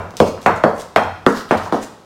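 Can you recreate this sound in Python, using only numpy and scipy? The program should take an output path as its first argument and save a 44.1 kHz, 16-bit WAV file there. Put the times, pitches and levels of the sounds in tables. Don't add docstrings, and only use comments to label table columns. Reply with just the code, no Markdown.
import sys
import numpy as np
from scipy import signal
from scipy.fft import rfft, irfft
from scipy.io import wavfile
from scipy.ndimage import uniform_filter1d

SR = 44100
rng = np.random.default_rng(int(sys.argv[2]) if len(sys.argv) > 2 else 0)


def to_wav(s):
    ch = np.atleast_2d(s).T
    pcm = np.round(np.clip(ch, -1, 1) * 32767)
    wavfile.write(sys.argv[1], SR, pcm.astype(np.int16))


N = 90404
SIZE = 32768
FREQ_HZ = np.maximum(np.arange(SIZE // 2 + 1) * SR / SIZE, 1)
AGE_S = np.arange(SIZE) / SR

# (time [s], bass re thud [dB], thud [dB], knock [dB], hollow re knock-clack mean [dB],
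# clack [dB], knock pitch [Hz], contact cut-off [Hz], edge [dB], grit [dB], lag at 1 kHz [s], room [dB])
BLOWS = [(-.085, -18, 27.5, 35.5, 1, 26.5, 570, 2200, 10, 4.5, 0.0019, 0),
         (0.138, -21, 9.5, 4, 4.5, -1.5, 560, 1500, -27, -18, 0.0012, 0.5),
         (.2010, -8, 36.5, 43.5, -2.5, 27.5, 564, 1250, 20, 10.5, 0.002, 0),
         (.376, -13, 9, 5, 3, 2.5, 650, 2600, -23, -20, .002, 1),
         (0.4602, -9.5, 27, 37, 2, 29, 750, 2560, 11, 2, .0019, 3),
         (0.6363, -9, 32, 41.5, -4, 29.5, 622, 1770, -7, 3, 0.0028, 0.5),
         (.9605, -8, 26.5, 41.5, -3, 32, 723, 3240, 22, 11.5, .0018, -0.5),
         (1.2636, -19, 42.5, 39.5, -7.5, 35.5, 445, 1580, 22.5, 10.5, 0.0023, -1),
         (1.5088, -12, 30.5, 33.5, -2.5, 25, 776, 2270, -2, 3, 0.001586, 4),
         (1.66, -17, -2, 12, 8.5, 6, 770, 1600, -25, -17, 0.00185, 4.5),
         (1.7235, -27, 34, 25.5, 2, 23, 620, 1390, 8.5, 0.5, 0.0018, 2),
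         (1.743, -19, 18, 29, 0.5, 12, 657, 1450, -15, -5, 0.0015, -0.5)]
# (frequency [Hz], level [dB])
EDGE_SPECTRUM = [(700, -35), (1900, -24), (3400, -5.5), (5000, -30), (8000, -41), (16000, -38)]
# (frequency [Hz], level [dB])
GRIT_SPECTRUM = [(300, -7.5), (2000, 1.5), (4200, -4.5), (7500, -14.5), (10000, -19.5), (16000, -30)]
# (time [s], level [dB])
BOOMS = [(-.01, -26), (0.203, -21), (0.464, -25), (0.529, -27.5), (.655, -31.5), (0.966, -30.5),
         (1.04, -25.5), (1.272, -40), (1.554, -24.5), (1.728, -41.5)]
# (frequency [Hz], level [dB], T60 [s])
FLOOR_MODES = [(90.8, 2.5, 0.36), (101.7, -7, 0.45), (75.4, -40, 0.27), (167.5, -13.5, 1)]
# (frequency [Hz], level [dB])
RUMBLE_SPECTRUM = [(25, -20), (55, -10), (90, 2), (130, -10), (170, -3), (300, -25), (1000, -52)]
# (time [s], level [dB])
TICKS = [(.107, -8), (0.169, 9.5), (.174, 1), (0.206, 6), (.413, -9), (0.418, -2.5), (.429, -4),
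         (0.4647, 9.5), (0.782, -6.5), (.801, -4), (.811, 0), (0.819, -3.5), (0.971, -3), (1.037, -5),
         (1.325, 0), (1.514, 4), (1.574, -17), (1.590, -23), (1.734, -3), (1.83, -12), (1.846, -4)]
# (frequency [Hz], level [dB])
TICK_SPECTRUM = [(500, -23), (2500, -17.5), (3700, -7), (5200, -7), (7500, -11), (10500, -20), (16000, -26)]
# (peak time [s], rise sigma [s], fall sigma [s], level [dB], scrape pitch [Hz])
SCUFFS = [(0.184, .012, .012, -42, 4000), (0.276, 0.013, 0.015, -38, 5200),
          (0.441, 0.014, 0.016, -47, 6500), (.565, 0.0085, 0.013, -44.5, 6940),
          (.685, 0.012, .03, -50, 4570), (0.81, 0.032, 0.014, -42, 8000), (1.295, 0.0091, 0.012, -40, 7140),
          (1.387, 0.043, 0.023, -36.5, 4900), (1.494, 0.0055, 0.019, -45.5, 3500),
          (1.576, 0.0035, 0.007, -36, 4030), (1.66, 0.055, 0.022, -45, 5470),
          (1.744, 0.017, 0.053, -47.5, 5500), (1.83, 0.013, 0.014, -38, 7300)]
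# (frequency [Hz], level [dB])
SCUFF_SPECTRUM = [(300, 9), (1500, 4), (3000, -0.5), (4800, -5), (7500, -6.5), (10000, -10.5), (16000, -16)]
# (frequency [Hz], T60 [s])
ROOM_T60 = [(80, 0.18), (210, 0.35), (560, 0.46), (1470, 0.6), (3900, 0.72), (10000, 0.49)]
# (frequency [Hz], level [dB])
ROOM_SPECTRUM = [(40, -1), (125, -2), (170, 6), (300, 0), (470, 0.5), (600, -1.5), (800, -0.5), (1500, 0.5),
                 (4000, 2), (12000, 2)]
# (frequency [Hz], level [dB], T60 [s])
ROOM_MODES = [(166.8, -50.5, 0.26), (216.8, -49, 0.32), (461, -59, 0.43), (622, -59, 0.4),
              (736.5, -50, 0.13), (1293, -70, 1), (1450, -60, 0.34)]
# (frequency [Hz], level [dB])
AIR_SPECTRUM = [(25, -28), (80, 0), (250, -1), (800, -5), (2000, -21.5), (5000, -23.5), (10000, -34),
                (16000, -42)]


def shoe_blows(echo_s=0.006, echo_db=-15.5, contact_order=4.3):
    out = np.zeros(N)
    for start_s, *body, cutoff_hz, edge_db, grit_db, lag_s, room_db in BLOWS:
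        contact = 1 / np.sqrt(1 + (FREQ_HZ / cutoff_hz) ** (2 * contact_order))
        blow = bending_wave(blow_spectrum(*body) * contact, lag_s)
        blow += undb(grit_db) * burst(GRIT_SPECTRUM, decay_s=0.0039)
        edge = bending_wave(undb(edge_db + curve(EDGE_SPECTRUM, FREQ_HZ)), lag_s)
        add(out, start_s, in_room(blow, room_db) + edge)
        add(out, start_s + echo_s, undb(echo_db) * blow)
    return out


def blow_spectrum(bass_db, thud_db, knock_db, hollow_db, clack_db, knock_hz):
    sub_hz, bass_hz, thud_hz, clack_hz = 60.4, 143, 246, 1310
    points = [(sub_hz, thud_db + bass_db - 16.5),
              (bass_hz, thud_db + bass_db),
              (thud_hz, thud_db),
              (np.sqrt(thud_hz * knock_hz), (thud_db + knock_db) / 2 - 1.5),
              (knock_hz, knock_db),
              (np.sqrt(knock_hz * clack_hz), (knock_db + clack_db) / 2 + hollow_db),
              (clack_hz, clack_db)]
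    rolloff_db = -12.5 * np.maximum(np.log2(FREQ_HZ / clack_hz), 0)
    return min_phase(undb(curve(points, FREQ_HZ) + rolloff_db))


def bending_wave(spectrum, lag_s):
    dispersion = np.exp(-4j * np.pi * lag_s * np.sqrt(1000 * FREQ_HZ))
    return irfft(spectrum * dispersion) * (AGE_S < AGE_S[-1] / 2)


def floor_booms(rise_s=0.01, rumble_db=-8, rumble_decay_s=0.12):
    out, modes = np.zeros(N), ring(FLOOR_MODES)
    swell = 1 - np.exp(-(AGE_S / rise_s) ** 2)
    for start_s, level_db in BOOMS:
        rumble = undb(rumble_db) * noise(RUMBLE_SPECTRUM, SIZE) * np.exp(-AGE_S / rumble_decay_s)
        add(out, start_s, undb(level_db) * swell * (modes + rumble))
    return out


def lace_ticks():
    out = np.zeros(N)
    for start_s, level_db in TICKS:
        add(out, start_s, undb(level_db) * burst(TICK_SPECTRUM, decay_s=0.00093))
    return in_room(out, room_db=-4.5)


def sole_scuffs(grain_db=4.5, scrape_db=7.5, scrape_width_oct=0.43):
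    out, t_s = np.zeros(N), AGE_S - AGE_S.mean()
    for peak_s, rise_s, fall_s, level_db, scrape_hz in SCUFFS:
        pressure = np.exp(-0.5 * (t_s / np.where(t_s < 0, rise_s, fall_s)) ** 2)
        grain = uniform_filter1d(rng.standard_normal(SIZE), size=30)
        rub = pressure * undb(level_db + grain_db * grain / grain.std()) * noise(SCUFF_SPECTRUM, SIZE)
        boost_db = scrape_db * np.exp(-0.5 * (np.log2(FREQ_HZ / scrape_hz) / scrape_width_oct) ** 2)
        add(out, peak_s + t_s[0], irfft(rfft(rub) * undb(boost_db)))
    return in_room(out, room_db=-4.5)


def kitchen_response(onset_s=0.0035, early_db=1.5, early_decay_s=0.03, lowest_hz=62.5, smooth_hz=93):
    white = rfft(rng.standard_normal(SIZE))
    octaves = np.clip(np.log2(FREQ_HZ / lowest_hz), 0, 8)
    onset = 1 - np.exp(-(AGE_S / onset_s) ** 4)
    early = 1 + undb(early_db) * np.exp(-AGE_S / early_decay_s)
    tail = np.zeros(SIZE)
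    for octave in range(9):
        band = irfft(white * np.maximum(1 - abs(octaves - octave), 0))
        envelope = onset * early * decay(curve(ROOM_T60, lowest_hz * 2 ** octave))
        tail += band * envelope / np.linalg.norm(envelope)
    spectrum, bins = rfft(tail), int(smooth_hz * SIZE / SR)
    power = uniform_filter1d(uniform_filter1d(abs(spectrum) ** 2, bins), bins)
    gain = undb(curve(ROOM_SPECTRUM, FREQ_HZ)) / np.sqrt(power)
    return irfft(spectrum * min_phase(gain)) + ring(ROOM_MODES)


def in_room(sound, room_db):
    return sound + undb(room_db) * signal.fftconvolve(sound, kitchen_response())[:len(sound)]


def room_air(level_db=-45):
    return undb(level_db) * noise(AIR_SPECTRUM, N)


def undb(db):
    return 10 ** (np.asarray(db) / 20)


def curve(points, hz):
    knots_hz, values = np.array(sorted(points)).T
    return np.interp(np.log(hz), np.log(knots_hz), values)


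def add(out, start_s, sound):
    offset = int(round(start_s * SR))
    part = sound[max(-offset, 0):max(N - offset, 0)]
    first = max(offset, 0)
    out[first:first + len(part)] += part


def min_phase(gain):
    cepstrum = irfft(np.log(np.maximum(gain, 1e-6)))
    cepstrum[1:SIZE // 2] *= 2
    cepstrum[SIZE // 2 + 1:] = 0
    return np.exp(rfft(cepstrum))


def noise(points, size):
    hz = np.maximum(np.fft.rfftfreq(size, 1 / SR), 1)
    coloured = irfft(rfft(rng.standard_normal(size)) * undb(curve(points, hz)), size)
    return coloured / coloured.std()


def burst(points, decay_s):
    white = rng.standard_normal(SIZE) * np.exp(-AGE_S / decay_s)
    colour = min_phase(undb(curve(points, FREQ_HZ)))
    return irfft(rfft(white / np.linalg.norm(white)) * colour)


def decay(t60_s):
    return np.exp(-np.log(1000) * AGE_S / t60_s)


def ring(modes):
    return sum(undb(db) * np.sin(2 * np.pi * hz * AGE_S) * decay(t60_s) for hz, db, t60_s in modes)


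def scene():
    return (shoe_blows() + floor_booms() + lace_ticks() + sole_scuffs() + room_air())[None]


def record(dry):
    knee, cutoff_hz = 9, 16000
    clipped = dry / (1 + abs(dry) ** knee) ** (1 / knee)
    return signal.sosfilt(signal.ellip(8, 0.1, 60, cutoff_hz, fs=SR, output="sos"), clipped)


dry = scene()
out = record(dry)
to_wav(out)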